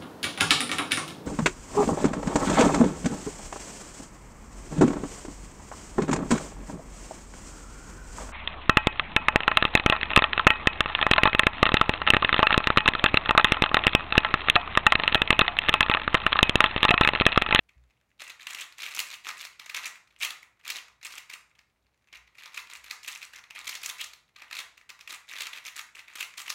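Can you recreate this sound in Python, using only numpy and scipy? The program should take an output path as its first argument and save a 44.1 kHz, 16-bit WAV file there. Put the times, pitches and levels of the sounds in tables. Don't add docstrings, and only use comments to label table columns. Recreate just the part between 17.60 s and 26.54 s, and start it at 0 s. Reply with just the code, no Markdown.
import sys
import numpy as np
from scipy import signal
from scipy.fft import rfft, irfft
from scipy.io import wavfile
from scipy.ndimage import uniform_filter1d

SR = 44100
rng = np.random.default_rng(int(sys.argv[2]) if len(sys.argv) > 2 else 0)


def output_pcm(signal):
    pcm = np.clip(np.atleast_2d(signal).T, -1, 1) * 32767
    wavfile.write(sys.argv[1], SR, np.round(pcm).astype(np.int16))


N = 394254

# [f/Hz, relative level/dB]
AIR_SPECTRUM = [(20, -20), (45, -2.5), (120, 0), (250, -8), (800, -10.5), (2500, -19), (7000, -26.5),
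                (15000, -31)]
# [f/Hz, relative level/dB]
PIECE_SPECTRUM = [(250, -22.5), (500, -22.5), (850, -17), (1250, -7), (1550, -7.5), (2480, 6), (2900, -2.5),
                  (3900, -1.5), (5000, -6), (7000, -3.5), (8200, -9), (10300, -10.5), (11500, -9),
                  (15500, -13)]
# [t/s, level/dB]
EXTRA_CLACKS = [(0.092, -55), (0.238, -71.5), (0.307, -65.5), (0.604, -43), (0.869, -33), (1.124, -50.5),
                (1.22, -37), (1.4, -28.5), (1.673, -46), (1.996, -41.5), (2.097, -35.5), (2.146, -30),
                (2.356, -47), (2.474, -61), (2.509, -62.5), (2.623, -30), (2.631, -28), (2.705, -33.5),
                (2.829, -47), (3.282, -53.5), (3.413, -56), (3.699, -40.5), (3.952, -62), (3.99, -54.5),
                (4.537, -46.5), (4.676, -55.5), (4.752, -56), (5.306, -43), (5.478, -34), (5.839, -49.5),
                (5.907, -40.5), (6.076, -32), (6.234, -35.5), (6.26, -31), (6.412, -34), (6.534, -45),
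                (6.764, -60), (6.928, -36.5), (7.177, -49), (7.212, -55), (7.293, -43), (7.3007, -42),
                (7.391, -51.5), (7.409, -44.5), (7.475, -40), (7.506, -37.5), (7.806, -31), (7.819, -32.5),
                (7.932, -37), (8.354, -47), (8.779, -37.5), (8.607, -29.5)]
# [start t/s, landing t/s, chatter level/dB, landing level/dB, brightness/dB per octave]
TURNS = [(0.597, 0.619, -50.5, -40, 0), (0.666, 0.7, -50.5, -40, -1), (0.797, 0.836, -53, -52, -1.5),
         (0.868, 0.947, -45.5, -36.5, 1), (0.975, 1.02, -43.5, -50, 2), (1.182, 1.269, -40.5, -42.5, 0),
         (1.31, 1.391, -41.5, -25, 2.5), (1.472, 1.54, -46.5, -39, 2.5), (1.647, 1.688, -41, -33, -1),
         (1.771, 1.851, -46, -39.5, 1.5), (1.997, 2.062, -56.5, -44, 0), (2.143, 2.169, -40.5, -32.5, -0.5),
         (2.227, 2.256, -40.5, -33.5, 1), (2.605, 2.648, -39, -26, 1), (3.05, 3.102, -41, -28.5, 0.5),
         (3.148, 3.165, -42.5, -39.5, 0), (3.429, 3.455, -45, -38, 0.5), (3.506, 3.58, -49.5, -36.5, 2),
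         (3.7, 3.737, -50, -40, 0), (4.528, 4.554, -55, -46, -2.5), (4.784, 4.858, -52, -42, -2),
         (4.942, 4.975, -46.5, -31, -0.5), (5.099, 5.152, -48.5, -53, 0), (5.242, 5.31, -53.5, -32, 1),
         (5.431, 5.484, -48.5, -35, 2.5), (5.509, 5.553, -46, -48, 1), (5.616, 5.628, -48.5, -40, 0.5),
         (5.734, 5.768, -50.5, -53, -1.5), (5.951, 5.99, -46, -45, -1.5), (6.044, 6.092, -46, -32, 2.5),
         (6.118, 6.153, -44, -38, 0.5), (6.216, 6.297, -44.5, -32, 3), (6.383, 6.442, -52, -38.5, 3),
         (6.762, 6.82, -56.5, -42.5, -2.5), (6.91, 6.989, -42.5, -32.5, .5), (7.476, 7.539, -46.5, -43, 0),
         (7.689, 7.784, -44, -44, 0.5), (7.807, 7.869, -45.5, -38, -0.5), (7.929, 7.974, -49.5, -39, -0.5),
         (8.05, 8.066, -43.5, -42, 0.5), (8.158, 8.192, -45, -36, 1), (8.351, 8.392, -54, -43, -0.5),
         (8.481, 8.514, -56, -55, -1.5), (8.554, 8.627, -44, -32.5, 2), (8.773, 8.801, -45, -39, 2),
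         (8.86, 8.901, -42.5, -28.5, .5)]
# [t/s, level/dB, length/s]
BUMPS = [(0.156, -53.5, .16), (4.56, -66, 0.16), (5.166, -66, 0.17)]
# [f/Hz, relative level/dB]
DESK_MODES = [(62, 0.5), (125, -11.5)]
# [f/Hz, relative level/dB, t60/s]
ROOM_ECHO = [(256, 4.5, 0.59), (1150, 9, 0.48), (2540, 1, 0.35), (7000, 1, 0.37), (15300, 4, 0.21)]
# [start t/s, level midway/dB]
CLOSING_GAPS = [(0.992, -42), (2.603, -38), (6.388, -37.5)]
PIECE_TILTS = np.linspace(-6, 6, 80)
RING = np.arange(900) / SR

AIR_DB, HUM_HZ, HUM_DB = -76.5, 59.3, -83
PHONE_LOW_HZ, PHONE_TOP_HZ = 25, 15800
BREAKAWAY_DB, SETTLE_S = -46.5, 0.024
FIRM_DB, BRIGHTENING = -38, 0.14


def undb(db):
    return 10 ** (np.asarray(db) / 20)


def unit(x):
    return x / np.sqrt(np.mean(x ** 2))


def fade(t, t60):
    return np.exp(-np.log(1000) * t / t60)


def add(track, s, sound):
    i = int(np.clip(s * SR, 0, N))
    track[:, i:i + sound.shape[1]] += sound[:, :N - i]


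def at_hz(hz, points, values):
    return np.interp(np.log(np.maximum(hz, 1)), np.log(points), values)


def walk(rate):
    k = int(SR / rate)
    steps = np.repeat(rng.standard_normal(N // k + 1), k)
    return unit(uniform_filter1d(steps, k)[:N])


def background(waver_db=3.5, drift=0.042):
    hz = np.arange(N // 2 + 1) * SR / N
    shape = undb(at_hz(hz, *np.transpose(AIR_SPECTRUM)))
    air = irfft(rfft(rng.standard_normal(N)) * shape, N)
    clock = np.cumsum(1 + drift * walk(12.0)) / SR
    hum = np.sin(2 * np.pi * HUM_HZ * clock) * undb(waver_db * walk(10))
    return undb(AIR_DB) * unit(air) + undb(HUM_DB) * unit(hum)


def clack(tilt_db, ring_t60=0.023, damping=0.22, seat_s=0.00053, scatter_db=2, detune=0.044,
          hollow_hz=2800, hollow_range=0.51, hollow_db=8, hollow_width=0.17, count=180):
    place, phase = rng.random((2, count))
    points, db = np.transpose(PIECE_SPECTRUM)
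    points = points * np.exp(detune * rng.standard_normal())
    pocket_hz = hollow_hz * np.exp(hollow_range * rng.standard_normal())

    def colour(hz):
        bright_db = tilt_db * np.log2(np.clip(hz, 2000, 9000) / 2000)
        pocket_db = hollow_db / (1 + (np.log(hz / pocket_hz) / hollow_width) ** 2)
        return undb(at_hz(hz, points, db) + bright_db + pocket_db)

    low, high = np.sqrt(points[[0, -1]])
    hz = (low + (high - low) * (np.arange(count) + place) / count) ** 2
    t60 = ring_t60 * (2000 / hz) ** damping
    modes = np.sin(2 * np.pi * (np.outer(hz, RING) + phase[:, None])) * fade(RING, t60[:, None])
    seating = 1 - np.exp(-RING / (seat_s * np.exp(0.5 * rng.standard_normal())))
    strengths = colour(hz) * undb(scatter_db * rng.standard_normal(count))
    direct = seating * (strengths @ modes)
    direct /= np.sqrt(np.mean(direct[:SR // 200] ** 2))
    mode_power = colour(hz) ** 2 * t60 / np.sqrt(hz)
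    power = np.interp(np.fft.rfftfreq(len(RING), 1 / SR), hz, mode_power, left=0)
    spread = np.roll(irfft(np.sqrt(power)), SR // 1000) * fade(RING, ring_t60)
    spread *= np.linalg.norm(direct) / np.linalg.norm(spread)
    return np.array([direct, spread])


def small_pieces(ring_t60=0.02, ring_spread=0.35, pocket_hz=3100, pocket_range=0.52, pocket_db=10.5):
    pieces = []
    for tilt_db in PIECE_TILTS:
        t60 = ring_t60 * np.exp(ring_spread * rng.standard_normal())
        pieces.append(clack(tilt_db, ring_t60=t60, hollow_hz=pocket_hz,
                            hollow_range=pocket_range, hollow_db=pocket_db))
    return pieces


def pick(pieces, tilt_db, variety_db=2.24):
    wanted_db = tilt_db + variety_db * rng.standard_normal()
    return pieces[np.argmin(abs(PIECE_TILTS - wanted_db))]


def loose_ticks(pieces, rate=60, rest_db=-79, busy_db=-61, spread_db=5.5, settle_s=0.26, tilt_db=-3.5):
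    t = np.arange(N) / SR
    turning = sum((t > start) & (t < landing + SETTLE_S) for start, landing, *_ in TURNS).astype(float)
    busy = np.minimum(2 * uniform_filter1d(turning, int(settle_s * SR)), 1)
    out = np.zeros((2, N))
    for i in rng.integers(N, size=int(rate * N / SR)):
        db = rest_db + (busy_db - rest_db) * busy[i] + spread_db * rng.standard_normal()
        add(out, t[i], undb(db) * pick(pieces, tilt_db))
    return out


def blows():
    breakaways = [(start, BREAKAWAY_DB) for start, *_ in TURNS]
    landings = [(landing, db) for _, landing, _, db, _ in TURNS]
    return breakaways + landings + list(EXTRA_CLACKS)


def clacks(graze_db=-10, rebound_db=-9.0, stagger_s=0.005):
    _, landings, _, _, tilts = np.transpose(TURNS)
    out = np.zeros((2, N))
    for s, db in blows():
        blow = undb(db)
        turn_tilt_db = tilts[np.argmin(abs(landings - s))]
        tilt_db = turn_tilt_db + BRIGHTENING * (db - FIRM_DB)
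        early, late = stagger_s * rng.random(2)
        neighbour = clack(tilt_db)
        add(out, s - early, blow * undb(graze_db) * neighbour)
        add(out, s, blow * clack(tilt_db))
        add(out, s + late, blow * undb(rebound_db) * neighbour)
    return out


def room(x, wet_db=-5.0, build_s=0.0067, gap_s=0.0036, count=12):
    t = np.arange(SR) / SR
    points, db, t60 = np.transpose(ROOM_ECHO)
    hz = np.arange(SR // 2 + 1)
    noise = rfft(rng.standard_normal(SR)) * undb(at_hz(hz, points, db))
    centres = np.geomspace(points[0], points[-1], count)
    band = at_hz(hz, centres, np.arange(count))
    tail = np.zeros(SR)
    for k, centre in enumerate(centres):
        band_gain = np.maximum(1 - abs(band - k), 0)
        tail += irfft(noise * band_gain, SR) * fade(t, at_hz(centre, points, t60))
    tail *= np.clip((t - gap_s) / build_s, 0, 1)
    return undb(wet_db) * signal.fftconvolve(x, tail / np.linalg.norm(tail))[:N]


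def bumps(rise=0.092, waver=0.0345):
    t = np.arange(N) / SR
    out = np.zeros(N)
    clock = np.cumsum(1 + waver * walk(40)) / SR
    boom = sum(undb(db) * np.sin(2 * np.pi * hz * clock) for hz, db in DESK_MODES)
    for s, db, length in BUMPS:
        swell = np.interp(t, [s, s + rise * length, s + length], [0, 1, 0])
        out += undb(db) * boom * swell
    return out


def chatter(pieces, rate=200, spread_db=5, swell_db=4, lead_s=0.022, lead_db=-29,
            ease_s=0.0027, ease_db=-19, settled_db=-5):
    out = np.zeros((2, N))
    for start, landing, db, _, tilt_db in TURNS:
        first, last = start - lead_s, landing + SETTLE_S
        n = max(int((last - first) * rate), 2)
        times = first + (last - first) * (np.arange(n) + rng.random(n)) / n
        push_db = np.interp(times, [first, start - ease_s, start, (start + landing) / 2, landing, last],
                            [lead_db, ease_db, -swell_db, 0, 0, settled_db])
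        uneven_db = spread_db * np.minimum(rng.standard_normal(n), 1.5)
        force = unit(undb(uneven_db + push_db))
        for s, f in zip(times, force):
            add(out, s, undb(db) * f * pick(pieces, tilt_db))
    return out


def closing_gaps(length_s=0.029, open_hz=2300, shut_hz=3500, pocket_db=17, count=7):
    out = np.zeros((2, N))
    for start, db in CLOSING_GAPS:
        for progress in (np.arange(count) + rng.random(count)) / count:
            hz = open_hz + (shut_hz - open_hz) * progress
            contact = clack(0, hollow_hz=hz, hollow_range=0, hollow_db=pocket_db)
            add(out, start + progress * length_s, undb(db) * (0.5 + progress) * contact)
    return out


def scene(bass_hz=230):
    pieces = small_pieces()
    cube = loose_ticks(pieces) + clacks() + chatter(pieces) + closing_gaps()
    no_bass = signal.butter(2, bass_hz, "high", fs=SR, output="sos")
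    direct, spread = signal.sosfilt(no_bass, cube)
    return (background() + direct + room(spread) + bumps())[None]


def record(dry):
    low_cut = signal.butter(2, PHONE_LOW_HZ, "high", fs=SR, output="sos")
    top_cut = signal.ellip(10, 0.2, 70, PHONE_TOP_HZ, fs=SR, output="sos")
    return signal.sosfilt(top_cut, signal.sosfilt(low_cut, dry))


dry = scene()
out = record(dry)
output_pcm(out)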